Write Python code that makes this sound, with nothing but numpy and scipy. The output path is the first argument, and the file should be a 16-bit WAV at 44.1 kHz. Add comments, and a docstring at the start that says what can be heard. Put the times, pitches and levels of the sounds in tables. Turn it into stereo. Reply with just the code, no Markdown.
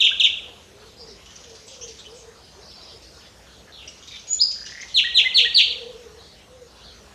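"""A nightingale ends one phrase with falling double chirps and, after a pause, sings another: a high whistle,
a rising whip, a soft rattle and four falling sweeps with low hooks between; gliding sines and paired clicks.
A warbler chatters in fluttering tones and churrs in puffs of noise; wandering sines make far small birds.
A pigeon coos in low bending tones with a hoarse throb. Every call goes through decaying-noise echoes from
the trunks, over the hush of the wood: shaped stereo noise."""
import sys
import numpy as np
from scipy import signal
from scipy.fft import rfft, irfft, next_fast_len
from scipy.io import wavfile
from scipy.ndimage import uniform_filter1d, minimum_filter1d, map_coordinates

SR = 44100
rng = np.random.default_rng(int(sys.argv[2]) if len(sys.argv) > 2 else 0)


def master_out(mix):
    """Clip the mix to full scale and print it as 16-bit PCM to the path in sys.argv[1]."""
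    frames = np.transpose(np.atleast_2d(mix))
    ceiling = np.clip(frames, -1, 1)
    pcm = np.round(ceiling * 32767).astype(np.int16)
    wavfile.write(sys.argv[1], SR, pcm)


N = 314874


def amp(db):
    """Decibels to linear gain."""
    return 10 ** (np.asarray(db) / 20)


def unit(x):
    """Scales to an RMS of one."""
    return x / np.sqrt(np.mean(x ** 2) + 1e-20)


def along(points, hz):
    """Reads a curve of (Hz, value) points on a log frequency axis."""
    f, v = np.transpose(points)
    return np.interp(np.log(hz + 1), np.log(f + 1), v)


def add(bed, sound, s):
    """Mixes a stereo sound in at time s; what falls before zero is left out."""
    start = round(s * SR)
    sound = sound[:, max(-start, 0):]
    part = bed[:, max(start, 0):][:, :sound.shape[1]]
    part += sound[:, :part.shape[1]]


def wobble(size, rate):
    """A smooth random curve, rate knots a second."""
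    knots = rng.standard_normal(int(size * rate / SR) + 4)
    return map_coordinates(knots, [np.arange(size) * rate / SR])


def filtered(x, response):
    """Shapes the spectrum of x by a response of frequency."""
    m = next_fast_len(N + 8192)
    return irfft(rfft(x, m) * response(np.fft.rfftfreq(m, 1 / SR)), m)[..., :N]


BREATHY = .7  # share of flutter in the third harmonic


def gliding_tone(rows, octave, twelfth, edge):
    """A sine gliding through (s, Hz, dB) rows, with second and third harmonics at dB given by their own
    pitch; it fades in and out over edge seconds."""
    s, hz, db = np.transpose(rows)
    t = np.arange(s[0], s[-1], 1 / SR)
    pitch = np.interp(t, s, hz)
    phase = 2 * np.pi * np.cumsum(pitch) / SR
    breath = 1 - BREATHY + BREATHY * wobble(len(t), 2500)
    tone = np.sin(phase) + amp(octave(2 * pitch)) * np.sin(2 * phase)
    tone += amp(twelfth(3 * pitch)) * np.sin(3 * phase) * breath
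    nearest_end = np.minimum(t - s[0], s[-1] - t)
    fade = np.sin(np.pi / 2 * np.clip(nearest_end / edge, 0, 1)) ** 2
    return tone * amp(np.interp(t, s, db)) * fade


def glide(s, length, start_hz, end_hz, bend, db, shape):
    """(s, Hz, dB) rows of one note; bend maps the share of its length to the share of its pitch change."""
    u = np.linspace(0, 1, num=16)
    hz = start_hz + (end_hz - start_hz) * bend(u)
    return np.transpose([s + length * u, hz, db + np.interp(u, *np.transpose(shape))])


# second harmonic by its own pitch: [f/Hz, level/dB re fundamental]
THROAT = [(3000, -23), (5000, -23.5), (6300, -20), (8000, -26.5), (9300, -32), (10000, -59.5), (14000, -54)]
# third harmonic by its own pitch: [f/Hz, level/dB re fundamental]
TWELFTH = [(6000, -36), (11500, -35.5), (13000, -47), (15000, -59)]
DRIER_DB = -1.5  # the first phrase carries less echo than the second


def nightingale():
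    """Clear whistled notes from a throat that adds weak overtones, and a rattle of paired clicks."""
    out = rattle()
    for note in song():
        start = note[0][0]
        tone = gliding_tone(note, lambda hz: along(THROAT, hz), lambda hz: along(TWELFTH, hz), edge=0.0022)
        wet_db = 1.0 + DRIER_DB * (start < 1)
        add(out, in_wood(tone, wet_db, width=0.38, near_db=7.5), start)
    return out


# high whistle: [t/s, f/Hz, level/dB]
WHISTLE = [(4.275, 6730, -39.5), (4.31, 6800, -23), (4.334, 7006, -16.5), (4.345, 6780, -31),
           (4.365, 6900, -37)]
# rising whip: [t/s, f/Hz, level/dB]
WHIP = [(4.387, 3260, -38.5), (4.416, 4964, -8.5), (4.425, 5130, -16.5), (4.435, 4745, -9)]


def song():
    """Every whistled note, each a list of (s, Hz, dB) rows for its pitch and level."""
    return [WHISTLE, WHIP] + double_chirps() + falling_sweeps() + low_hooks()


# double chirps: [t/s, top f/Hz, level/dB before the chirp's shape]
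CHIRPS = [(-.19, 4300, -11.5), (.004, 3955, -11), (.197, 4020, -11)]
# level shape of the first chirp: [share of the chirp, level/dB]
CHIRP_LEVEL = [(0, -0.5), (.25, -1), (.55, -0.5), (.8, -5.5), (1, -9)]
# level shape of the second chirp: [share of the chirp, level/dB]
SECOND_LEVEL = [(0, 2), (.2, 1.7), (.6, -4), (1, -16)]
CHIRP_S, CHIRP_FLOOR_HZ, CHIRP_BEND = .029, 2553, 1.9
SECOND_AFTER_S, SECOND_S, SECOND_DB = .039, .036, -2  # dB relative to the first
SECOND_TOP_HZ, SECOND_FLOOR_HZ, SECOND_BEND = 3820, 2140, 1.2


def double_chirps():
    """The first chirp slows as it falls; the second falls straighter and lower."""
    notes = []
    for s, hz, db in CHIRPS:
        notes.append(glide(s, CHIRP_S, hz, CHIRP_FLOOR_HZ, lambda u: 1 - (1 - u) ** CHIRP_BEND,
                           db, CHIRP_LEVEL))
        notes.append(glide(s + SECOND_AFTER_S, SECOND_S, SECOND_TOP_HZ, SECOND_FLOOR_HZ,
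                           lambda u: 1 - (1 - u) ** SECOND_BEND, db + SECOND_DB, SECOND_LEVEL))
    return notes


# falling sweeps: [t/s, top f/Hz, level/dB before the sweep's shape]
SWEEPS = [(4.941, 4320, -10.5), (5.143, 4200, -9.5), (5.342, 4536, -8.5), (5.543, 4695, -7)]
# level shape of a sweep: [share of the sweep, level/dB]
SWEEP_LEVEL = [(0, -19.5), (.13, -6.5), (.36, -4.5), (.6, -1.1), (.8, -5), (1, -19.5)]
SWEEP_S, SWEEP_FLOOR_HZ, SWEEP_BEND = .065, 1960, 1.55


def falling_sweeps():
    """The pitch lingers at the top, then drops ever faster."""
    return [glide(s, SWEEP_S, hz, SWEEP_FLOOR_HZ, lambda u: u ** SWEEP_BEND, db, SWEEP_LEVEL)
            for s, hz, db in SWEEPS]


# low hooks between chirps and sweeps: [t/s, held f/Hz, level/dB, change over the hold/dB]
HOOKS = [(.105, 1621, -27.5, -21), (5.034, 1914, -21.5, -0.5), (5.238, 2050, -21.5, 4),
         (5.441, 1902, -21.5, -2.5)]
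HOOK_S, SCOOP_S, SCOOP_DB = 0.044, 0.015, -24
SCOOP_FROM, HOOK_SAG = 0.71, 0.92  # first and last pitch as shares of the held pitch
HOOK_END_S, HOOK_END_DB = .01, -15


def low_hooks():
    """A quick scoop up to a short held tone, which sags and dies at the end."""
    notes = []
    for s, hz, db, change_db in HOOKS:
        held_db = db + change_db
        notes.append([(s, SCOOP_FROM * hz, db + SCOOP_DB),
                      (s + SCOOP_S, hz, db),
                      (s + HOOK_S - HOOK_END_S, hz, held_db),
                      (s + HOOK_S, HOOK_SAG * hz, held_db + HOOK_END_DB)])
    return notes


# first and last click of the rattle, before random scatter: [t/s, relative level/dB, f/Hz]
RATTLE = [(4.56, -46, 1620), (4.828, -30.5, 2050)]
RATTLE_CLICKS = 11


def rattle():
    """Pairs of short damped sines, growing louder and higher."""
    out, t = np.zeros((2, N)), np.arange(SR // 100) / SR
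    scatter = rng.standard_normal((RATTLE_CLICKS, 3)) * [.001, 1.2, 70]  # s, dB, Hz
    for s, db, hz in np.linspace(*RATTLE, RATTLE_CLICKS) + scatter:
        burst = t / 0.001 * np.exp(-t / 0.00091)
        click = amp(db + 12.5) * np.sin(2 * np.pi * hz * t) * burst
        pair = np.pad(click, (0, 250)) + 1.03 * np.pad(click, (250, 0))  # second click 250 samples later
        add(out, in_wood(pair, wet_db=1, width=.35, near_db=4), s)
    return out


# warbler notes: [t/s, length/s, start f/Hz, end f/Hz, level/dB before flutter, octave level/dB re note]
WARBLER = [ (1.16, .074, 2720, 2680, -50.5, -8), (1.259, 0.012, 3040, 2940, -42, -10),
           (1.305, .011, 3050, 3080, -41, -4), (1.356, .013, 2910, 3050, -50, 10.5),
           (1.438, 0.018, 3290, 3200, -43, -3.5), (1.55, 0.0126, 4170, 4270, -41.5, -13),
           (1.666, 0.053, 7750, 7630, -48.5, -30), (1.679, 0.063, 3304, 3200, -43.5, -2.5),
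           (1.811, 0.037, 2810, 3286, -42, 10), (1.872, 0.0226, 4230, 5800, -44, -30),
           (1.984, 0.027, 3530, 3850, -38.5, -8.5), (2.041, 0.0258, 2770, 3116, -39.5, -9),
           (2.095, 0.028, 5010, 5100, -47, -20), (2.148, .06, 7800, 7700, -51, -28.5),
           (2.164, .067, 6660, 6470, -48.5, -30), (3.672, 0.041, 1756, 1620, -46.5, -18),
           (3.722, 0.032, 3940, 3920, -40, -31), (3.748, 0.091, 3940, 2603, -41.5, -29),
           (3.875, .011, 2640, 3002, -36.5, 5.5), (3.885, .03, 7860, 7560, -52, -18),
           (4.023, 0.027, 3350, 3170, -43.5, -4), (4.077, 0.017, 3790, 3775, -37.5, -18),
           (4.115, .015, 3626, 3710, -31.5, -37), (4.109, 0.062, 2356, 2304, -42, -9),
           (4.145, .032, 3692, 3430, -34.5, -36.5), (4.651, 0.029, 2896, 2868, -43, 5),
           (4.806, 0.018, 2616, 3450, -41.5, 10.5), (4.879, 0.075, 3840, 3000, -41.5, -12.5), ]
BUZZ = 0.57  # share of flutter in a note


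def warbler():
    """Short scratchy notes: a fast random flutter roughens each tone."""
    out = np.zeros((2, N))
    for s, length, hz, end_hz, db, octave_db in WARBLER:
        rows = [(s, hz, db), (s + length, end_hz, db)]
        note = gliding_tone(rows, lambda _: octave_db, lambda _: -26, edge=0.0016)
        flutter = 1 - BUZZ + BUZZ * wobble(len(note), 1100)
        add(out, in_wood(note * flutter, wet_db=-3.5, width=0.32, near_db=1.0), s)
    return out


# churr puffs of the warbler: [t/s, relative level/dB]
CHATTER = [(1.217, -46.5), (1.258, -41), (1.3038, -39), (1.358, -37.5), (1.4404, -46), (1.493, -37.5),
           (1.5521, -37.5), (1.6781, -35.5), (1.74, -36.5), (1.878, -32), (1.971, -38), (2.14, -41),
           (2.1997, -45), (3.022, -40), (3.8794, -42.5), (3.9764, -41), (4.0345, -40), (4.0735, -35.5),
           (4.114, -43), (4.1575, -40), (4.194, -37), (4.2698, -35.5), (4.3263, -33), (4.5113, -28),
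           (4.6603, -28.5), (4.706, -34.5), (4.8096, -32.5), (4.8797, -35)]
# colour of the churr noise: [f/Hz, relative level/dB]
CHURR = [(1500, -35), (2200, -7.5), (3200, -7), (4500, -3), (6200, 1.5), (7000, -7.5), (10000, -38),
         (14000, -40)]


def chatter():
    """The warbler's harsh churrs: short puffs of wide rasping noise."""
    out, t = np.zeros((2, N)), np.arange(SR // 20) / SR
    rasp = unit(filtered(rng.standard_normal(N), lambda hz: amp(along(CHURR, hz))))
    envelope = np.exp(-t / 0.012) * (1 - np.exp(-t / 0.0016))
    for s, db in CHATTER:
        puff = amp(db - 5.5) * envelope * rasp[round(s * SR):][:len(t)]
        add(out, in_wood(puff, wet_db=0.5, width=0.47, near_db=-20.0), s)
    return out


# phrases of far small birds: [start t/s, end t/s, centre f/Hz, relative level/dB]
TWITTER = [ (0.79, 0.985, 3960, -57.5), (0.963, 1.166, 4890, -51.5), (1.195, 1.955, 6120, -59.5),
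           (2.338, 2.602, 4630, -60.5), (2.602, 2.983, 4810, -52), (2.705, 2.966, 3570, -60.5),
           (2.993, 3.292, 4746, -59), (3.197, 3.284, 3117, -58), (3.458, 3.624, 3840, -58.5),
           (3.909, 4.315, 6100, -62), (4.439, 4.946, 5760, -61), (6.165, 6.342, 4100, -55.5),
           (6.319, 6.44, 3000, -60.5), (6.752, 6.99, 4110, -53.5), ]
WANDER_HZ = 499  # spread of the pitch curve's random knots


def twitter():
    """Six quick wandering warbles at once, so far away that the echoes outweigh them."""
    out = np.zeros((2, N))
    for s, end, hz, db in TWITTER:
        size = round((end - s) * SR)
        voices = np.zeros(size)
        for _ in range(6):
            pitch = hz + WANDER_HZ * wobble(size, 70)
            pulse = np.clip(0.84 + wobble(size, 45.7), 0, 2)
            voices += np.sin(2 * np.pi * np.cumsum(pitch) / SR) * pulse
        phrase = amp(db - 5.5) * voices * np.hanning(size) ** 0.17
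        add(out, in_wood(phrase, wet_db=3.0, width=0.52, near_db=24), s)
    return out


# coos: [t/s, length/s, start f/Hz, end f/Hz, level/dB before the throb, loudest at this share of the coo]
COOS = [(0.022, .06, 400, 520, -44, 0.43), (.43, .11, 523, 430, -50.5, 0.79),
        (.68, 0.23, 390.7, 461, -47.5, 0.79), (.96, 0.21, 490, 362, -43, 0.72),
        (1.38, 0.18, 505.7, 428, -46, 0.84), (1.56, 0.11, 429, 445, -48.5, 0.68),
        (1.71, 0.24, 524, 423, -43, 0.76), (2.07, .12, 432, 508, -38.5, 0.64),
        (2.2, .12, 464, 443, -43.5, 0.85), (2.56, 0.068, 373, 504, -45.5, 0.47),
        (2.63, .13, 500, 450, -55, .3), (2.92, 0.073, 490, 334, -46.5, 0.44),
        (5.1, .2, 467.8, 478, -51, 0.54), (5.37, .11, 492.5, 456, -37.5, .65),
        (5.67, .54, 485, 449.3, -41, 0.21), (6.48, 0.21, 512, 457, -45.5, 0.8)]
COO_BEND = 1.74  # the pitch moves most near the end
COO_RISE_DB, COO_FALL_DB, COO_WAVER_HZ = -10, -11, 13


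def pigeon():
    """Hollow low coos that swell and sink; the longer ones throb more hoarsely."""
    out = np.zeros((2, N))
    for s, length, hz, end_hz, db, peak in COOS:
        swell = [(0, COO_RISE_DB), (peak, 0), (1, COO_FALL_DB)]
        rows = glide(s, length, hz, end_hz, lambda u: u ** COO_BEND, db, swell)
        rows = rows + np.outer(rng.standard_normal(len(rows)), [0, COO_WAVER_HZ, 0])
        tone = gliding_tone(rows, lambda _: -36, lambda _: -40, edge=0.0019)
        hoarse = 1 + min(2.2 * length, 1.2) * wobble(len(tone), 100)
        add(out, in_wood(tone * hoarse, wet_db=-5.0, width=.2, near_db=6), s)
    return out


# ring of the trunks: [f/Hz, time to fall 60 dB/s]
TRUNKS = [(400, 0.68), (2000, 0.62), (4000, 0.57), (6000, 0.64), (7200, 0.7), (12000, 0.061)]
# thin trunks throw back the middle treble best: [f/Hz, relative level/dB]
SCATTER = [(400, -6), (1600, -13), (2100, -9), (2800, 0), (5000, -1), (6900, -7), (12000, -2)]


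def in_wood(x, wet_db, width, near_db):
    """The direct sound, quick answers from near branches and a long tail from the trunks, all of decaying
    noise; one big tree sends a late single echo."""
    hz, t, z = signal.stft(rng.standard_normal((2, SR * 3 // 4)), SR, nperseg=256)
    trunks = amp(-60 * t / along(TRUNKS, hz)[:, None])
    branches = amp(near_db - 60 * t / 0.13)
    colour = amp(along(SCATTER, hz))[:, None]
    mid, side = signal.istft(z * (trunks + branches) * colour, SR, nperseg=256)[1]
    onset = 1 - np.exp(-np.arange(len(mid)) / SR / .003)
    onset = onset * amp(2 * wobble(len(mid), 90))  # trunks stand unevenly, so the echoes come in clumps
    stereo = np.array([mid + width * side, mid - width * side])
    answer = amp(wet_db) * onset * stereo / np.linalg.norm(mid)
    answer[:, 0] = 1  # direct sound
    late_echo = amp(-36) * np.hanning(44) * np.sin(2 * np.pi * 2600 * np.arange(44) / SR)
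    answer[:, round(.128 * SR):][:, :44] += late_echo
    return signal.fftconvolve(x[None], answer, axes=1)


# colour of the hush: [f/Hz, relative level/dB]
HUSH = [(20, -46.5), (55, 6), (125, -5), (200, -3), (270, -9.5), (450, -5), (900, -11.5), (2200, -15),
        (3300, -14.5), (6500, -14.5), (7500, -21), (10000, -26.5), (13000, -32), (15000, -40)]
# left-right likeness of the hush: [f/Hz, correlation]
ALIKE = [(60, 0.99), (180, 0.68), (540, 0.89), (1600, 0.76), (4790, 0.11), (14300, 0.074)]
HUSH_DB = -48.5  # RMS before the slow swell


def hush():
    """Far rumble and leaves: stereo noise with faint patches in time and pitch, and a slow swell."""
    z = signal.stft(rng.standard_normal((2, N)), nperseg=512)[2]
    field = rng.standard_normal(z.shape[1:])
    field = uniform_filter1d(uniform_filter1d(field, 6, 0), 14, 1)
    # the rumble is steadier than the leaves
    depth_db = np.clip(np.arange(len(field)) / 8, .2, 1)[:, None] * 2.55
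    pair = signal.istft(z * amp(depth_db * unit(field)), nperseg=512)[1][:, :N]

    def mid_side_response(hz):
        angle = np.arccos(np.clip(along(ALIKE, hz), -1, 1)) / 2  # sets the left-right likeness
        return amp(along(HUSH, hz)) * [np.cos(angle), np.sin(angle)]

    mid, side = filtered(pair, mid_side_response)
    swell_db = .8 * wobble(N, 1.6)
    return amp(HUSH_DB + swell_db) * unit(np.array([mid + side, mid - side]))


def scene():
    """The nightingale in front, the other birds farther off, the hush behind."""
    return nightingale() + warbler() + chatter() + twitter() + pigeon() + hush()


CEILING, TOP_HZ = .78, 14950  # limiter threshold (linear) and band limit


def record(dry):
    """A quick limiter holds the loudest peaks, the right side sits a little louder, and the treble is cut."""
    need = np.minimum(1, CEILING / (np.abs(dry).max(0) + 1e-9))
    gain = uniform_filter1d(minimum_filter1d(need, size=265), size=133)  # samples: hold, then smooth
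    balance = amp([[-.15], [.15]])  # left, right
    return filtered(dry * gain * balance, lambda hz: hz < TOP_HZ)


dry = scene()
out = record(dry)
master_out(out)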